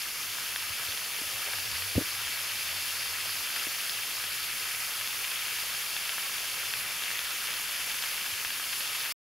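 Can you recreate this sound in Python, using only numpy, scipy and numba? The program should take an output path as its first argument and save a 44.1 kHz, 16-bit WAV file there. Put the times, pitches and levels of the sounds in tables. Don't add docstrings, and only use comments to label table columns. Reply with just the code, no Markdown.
import sys
import numpy as np
from scipy import signal
from scipy.fft import rfft, irfft, next_fast_len
from scipy.io import wavfile
from scipy.ndimage import uniform_filter1d
from numba import njit

SR = 44100
rng = np.random.default_rng(int(sys.argv[2]) if len(sys.argv) > 2 else 0)


def wav_out(sig):
    wavfile.write(sys.argv[1], SR, np.round(np.clip(np.atleast_2d(sig).T, -1, 1) * 32767).astype(np.int16))


N = 411894
T = np.arange(N) / SR
FFT_SIZE = next_fast_len(N + 8192)
HZ = np.maximum(np.fft.rfftfreq(FFT_SIZE, 1 / SR), 1)
CUT_S, TOP_HZ = 9.1243, 15720

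# f/Hz, side level relative to mid/dB
SIDE_LEVEL = [(60, -1), (150, -19), (500, -35.5), (1300, -23), (2000, -20.5), (2600, -11), (3700, -6.5),
              (4200, -13), (4900, -22), (5700, -10.5), (7400, -6.5), (8600, 2.5), (9400, -7.5),
              (10400, -10.5), (15500, -9.5)]
# f/Hz, coherence (0-1), phase/rad
SIDE_COHERENCE = [(300, .1, 0), (1800, .27, -.3), (3000, .55, -.45), (4100, .25, -1.4), (4700, .05, -.8),
                  (6000, .25, 0), (8000, .3, -.3), (9300, .35, -2.2), (10500, .15, -2.6),
                  (12000, .25, -1.8), (15500, .18, -1.4)]
# f/Hz, relative level/dB
AIR_SPECTRUM = [(12, -25), (20, 2), (38, -4.5), (60, -3), (97, -3), (139, -1.5), (292, -3), (437, -8),
                (500, -1), (650, -35.5), (1100, -120)]
# f/Hz, relative level/dB, T60/s
SHELL_MODES = [(266, -3.5, 0.035), (493, -6.5, 0.037), (345, -9.5, .03)]
# t/s, shell gain/dB, sway gain/dB, contact time/ms, left minus right/dB,
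# pitch factor from the squeeze of the hand
CAMERA_KNOCKS = [(0.70, -58, -38, 5, -4, 1.01), (0.885, -46, -39, 3.6, 0, 1.01),
                 (1.215, -32, -60, 2.3, -6, 1.15), (1.715, -60, -36, 5, 0, 1.01),
                 (1.9535, -28.5, -57, .5, 9, 1.3), (1.9575, -38, -17, 4, -3.5, 1.01),
                 (1.966, -26.5, -37, 1.4, -8.5, 0.97), (1.969, -44, -21.5, 3.2, 4.5, 1.01),
                 (1.9786, -8, -35.5, 2, 1, 1.01), (1.9864, -22, -35, .9, 5, 1.15),
                 (2.008, -31, -43, 1.4, -7, 1.1), (2.011, -24, -42, 1.8, 4, 1.25),
                 (2.018, -30, -43, 1.6, 9, 1.28), (3.669, -36, -60, 1.6, -17, 1.21),
                 (8.325, -65, -42, 5, -7, 1.01), (8.456, -63, -47, 6, 0, 1.01)]
# t/s, level/dB
GRIP_LEVEL = [(0, -66.5), (.8, -59.5), (1.5, -57), (1.9, -49.5), (2.05, -57.5), (2.2, -55), (2.6, -62),
              (3.4, -58), (3.8, -67), (4.3, -61.5), (4.7, -63.5), (6.1, -67), (6.8, -59), (7.6, -68.5),
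              (9.1, -70)]
# t/s, then level/dB of dull leaf splash, mid spatter, bright spatter, mist
SPRAY_LEVELS = [(0, -60.5, -38.5, -44.5, -37.5), (1.2, -57, -38.5, -45, -36.5),
                (1.48, -51.5, -37.5, -41.5, -36.5), (1.7, -57, -38, -42.5, -36.6),
                (2.2, -57.5, -37.5, -42, -36.5), (3.6, -57.5, -37.5, -41.5, -36.5),
                (4.8, -58, -37.5, -43.5, -36.5), (6.2, -57.5, -37, -43.5, -36.5),
                (7.3, -57.5, -36.5, -43.5, -37), (7.8, -58, -37, -44, -36.6), (9.1, -58, -37, -43, -36.5)]
# f/Hz, relative level/dB
MIST_SPECTRUM = [(3240, -20), (5500, -2), (5930, -2.5), (6680, -1), (7270, -4.5), (8440, -7), (9470, -3.5),
                 (10600, 2), (11300, 0), (13200, -4), (14300, -4), (15300, -6), (16000, -10.5)]
# t/s, level/dB, period of the pressure swing/ms
BIG_DROPS = [(0.3847, -24.5, 0.67), (0.561, -15, 0.43), (0.6256, -21, .22), (0.9199, -23, .32),
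             (0.9238, -18, 0.34), (0.9748, -18, .31), (1.1365, -25, .34), (1.5354, -20, 0.4),
             (1.8229, -23, 0.52), (2.2717, -28, .42), (2.6742, -19, .26), (3.563, -21.5, 0.6),
             (3.8958, -14, 0.28), (4.2396, -19, .41), (5.0112, -22, 0.41), (5.075, -18, 0.27),
             (5.2497, -18, .29), (5.3178, -20, 0.39), (5.483, -22, 0.41), (5.826, -22, 0.37),
             (5.9658, -15, 0.35), (6.0936, -15.5, 0.37), (6.182, -22.5, 0.74), (6.5167, -23, .32),
             (6.738, -14.5, .37), (7.022, -21, 0.49), (7.0371, -17.5, 0.34), (7.1047, -21, 0.49),
             (7.1144, -19, .42), (7.1914, -16, 0.34), (7.3077, -21, 0.23), (7.472, -19, .24),
             (7.4883, -20.5, .45), (7.5056, -18, 0.31), (7.5398, -17.5, .24), (7.9162, -20, 0.25),
             (7.9445, -21, 0.37), (8.0249, -16, .3), (8.0382, -16.5, .39), (8.2623, -19, .39),
             (8.449, -17, 0.45), (8.505, -18, 0.38), (8.5988, -25.5, 0.77), (8.8076, -19, 0.4),
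             (8.8753, -23, .28), (9.0129, -22, .24), (9.06, -22, 0.44)]
# delay/ms, gain/dB
REFLECTIONS = [(.6, -10.5), (1.15, -6.5), (1.851, -9), (2.9, -28), (4.1, -15)]
# f/Hz, relative level/dB
SPATTER_SPECTRUM = [(210, -51), (350, -17), (689, -12.5), (1640, -4), (2080, -2.5), (2710, -0.5),
                    (4000, -6), (4400, -3.5), (5080, -2), (6000, -21.5), (7800, -33), (13200, -120)]
# f/Hz, bandwidth/Hz, gain/dB
CAVITY_MODES = [(1280, 110, 4.5), (1665, 120, 2.5), (2317, 180, 2.5), (2716, 160, 2.5), (3150, 140, 2.5),
                (3470, 150, 3), (4430, 130, 4.5), (4950, 220, 1.5), (5450, 150, 6.5)]


def undb(db):
    return np.exp(np.asarray(db) * (np.log(10) / 20))


def at_level(x, db):
    return x * undb(db) / np.sqrt(np.mean(x ** 2))


def along_hz(table, column=1):
    table = np.array(table)
    return np.interp(np.log(HZ), np.log(table[:, 0]), table[:, column])


def minimum_phase(db):
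    cepstrum = irfft(db * np.log(10) / 20, FFT_SIZE)
    cepstrum[1:FFT_SIZE // 2] *= 2
    cepstrum[FFT_SIZE // 2 + 1:] = 0
    return np.exp(rfft(cepstrum))


def wander(rate):
    steps = uniform_filter1d(np.repeat(rng.standard_normal(int(N / SR * rate) + 2), 4), 4)
    curve = np.interp(T * rate * 4, np.arange(len(steps)), steps)
    return curve / curve.std()


def stereo_spectra(centre, aside, response):
    mid = rfft(centre, FFT_SIZE)
    coherence = np.clip(along_hz(SIDE_COHERENCE), 0, 1)
    coherent = coherence * np.exp(1j * along_hz(SIDE_COHERENCE, column=2)) * mid
    diffuse = np.sqrt(1 - coherence ** 2) * rfft(aside, FFT_SIZE)
    side = undb(along_hz(SIDE_LEVEL)) * (coherent + diffuse)
    return response * np.array([mid + side, mid - side])


def bands(spectra, centres_hz):
    for peak in np.eye(len(centres_hz)):
        yield irfft(spectra * np.interp(np.log(HZ), np.log(centres_hz), peak), FFT_SIZE)[:, :N]


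def damped_mode(hz, t60_s, length_s=.15):
    t = np.arange(int(length_s * SR)) / SR
    return np.sin(2 * np.pi * hz * t) * np.exp(-np.log(1000) * t / t60_s)


def add(out, start_s, sound, pan_db):
    i = int(start_s * SR)
    out[:, i:i + len(sound)] += sound * undb(np.array([[pan_db], [-pan_db]]) / 2)


def outdoor_air(level_db=-61):
    noise = stereo_spectra(*rng.standard_normal((2, N)), undb(along_hz(AIR_SPECTRUM)))
    return at_level(sum(band * undb(0.86 * wander(5)) for band in bands(noise, [40, 130, 400])), level_db)


def knocks():
    sway = damped_mode(hz=95.3, t60_s=0.08)
    no_bass = signal.butter(1, 90, "high", fs=SR, output="sos")
    out = np.zeros((2, N))
    for start_s, shell_db, sway_db, contact_ms, pan_db, pitch in CAMERA_KNOCKS:
        modes = sum(undb(db) * damped_mode(hz * pitch, t60_s) for hz, db, t60_s in SHELL_MODES)
        response = undb(shell_db) * signal.sosfilt(no_bass, modes) + undb(sway_db) * sway
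        push = np.hanning(int(contact_ms * SR / 1000) + 3)
        add(out, start_s, -np.convolve(push / push.sum(), response), pan_db)
    return out


def grip_tremor(rocking_hz=98, waver_hz=12):
    phase = 2 * np.pi * np.cumsum(rocking_hz + waver_hz * wander(45)) / SR
    swell_db = 3 * wander(24) + 1.5 * wander(8)
    shake = [undb(swell_db + 2 * wander(25)) * np.sin(phase + 0.97 * wander(12)) for _ in range(2)]
    return at_level(np.array(shake), 0) * undb(np.interp(T, *np.transpose(GRIP_LEVEL)))


def handling():
    return signal.sosfilt(signal.butter(2, 55, "high", fs=SR, output="sos"), knocks() + grip_tremor())


def mist(level_db, shade_db=(0.5, -2, -.3, -0.5), approach_s=2.5):
    noise = stereo_spectra(*rng.standard_normal((2, N)), undb(along_hz(MIST_SPECTRUM)))
    flutter_db = 0.33 * wander(30)
    far = np.exp(-T / approach_s)
    hiss = sum(band * undb(db * far + flutter_db + 0.45 * wander(12))
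               for band, db in zip(bands(noise, np.geomspace(6000, 15000, 4)), shade_db))
    return at_level(hiss, 0) * undb(level_db)


def big_drops(soft_count=40, phase_rad=.8, width_periods=.48):
    out = np.zeros((2, N))
    ms = np.arange(-88, 89) * 1000 / SR
    window = np.hanning(len(ms))
    when, softness, size = rng.random((soft_count, 3)).T
    soft_periods_ms = np.interp(size ** 2, [0, 1], [0.26, 0.82])
    soft_drops = np.transpose([0.0092 + when * CUT_S, -24 - 8 * softness, soft_periods_ms])
    for t, db, period_ms in np.vstack([soft_drops, BIG_DROPS]):
        envelope = undb(db) * np.exp(-(ms / (width_periods * period_ms)) ** 2)
        pop = envelope * np.cos(2 * np.pi * ms / period_ms + phase_rad)
        pop -= pop.sum() * window / window.sum()
        pan_db = rng.normal(2.5, 2.5)
        for delay_ms, gain_db in [(0, 0), *REFLECTIONS]:
            add(out, t + (ms[0] + delay_ms) / 1000, pop * undb(gain_db), pan_db)
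    return out


@njit
def droplet_ticks(start, hz, cycles, amplitude, aside):
    out = np.zeros((2, N + 4096))
    for k in range(len(start)):
        pole = np.exp((2j * np.pi - np.log(1000) / cycles[k]) * hz[k] / SR)
        phasor = amplitude[k] + 0j
        for i in range(start[k], start[k] + min(int(cycles[k] * SR / hz[k]), 4096)):
            phasor *= pole
            out[0, i] += phasor.imag
            out[1, i] += phasor.imag * aside[k]
    return out[:, :N]


def spatter(dull_db, mid_db, bright_db, count=60000, finest_db=4):
    when, pitch, size, ringing, direction = rng.random((count, 5)).T
    hz = 400 + 6500 * pitch
    amplitude = undb(np.minimum(-3.5 * np.log(1 - size), 10)) * np.sqrt(hz)
    cycles = 2.36 + 16 * ringing ** 3
    aside = np.sqrt(2) * np.cos(np.pi * direction)
    ticks = at_level(droplet_ticks((when * N).astype(np.int64), hz, cycles, amplitude, aside), 0)
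    finest = undb(finest_db) * rng.standard_normal((2, N))
    cavities_db = sum(db / (1 + (2 * (HZ - f) / width) ** 2) for f, width, db in CAVITY_MODES)
    spectra = stereo_spectra(*(ticks + finest), minimum_phase(along_hz(SPATTER_SPECTRUM) + cavities_db))
    shared_db = 0.14 * wander(14)
    dull, *mids, bright = [band * undb(shared_db + 0.35 * wander(9) + 0.81 * wander(40))
                           for band in bands(spectra, [650, 1000, 1500, 2300, 3300, 4800])]
    groups = [(dull, dull_db), (sum(mids), mid_db), (bright, bright_db)]
    return sum(at_level(part, 0) * undb(db) for part, db in groups)


def scene(surge_db=0.34):
    times, *columns = np.transpose(SPRAY_LEVELS)
    *spatter_db, mist_db = (np.interp(T, times, column) for column in columns)
    droplets = spatter(*(db + surge_db * wander(6) for db in spatter_db))
    return droplets + mist(mist_db) + big_drops() + handling() + outdoor_air()


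def record(dry):
    return signal.sosfilt(signal.ellip(12, .2, 80, TOP_HZ, fs=SR, output="sos"), dry * (T < CUT_S))


dry = scene()
out = record(dry)
wav_out(out)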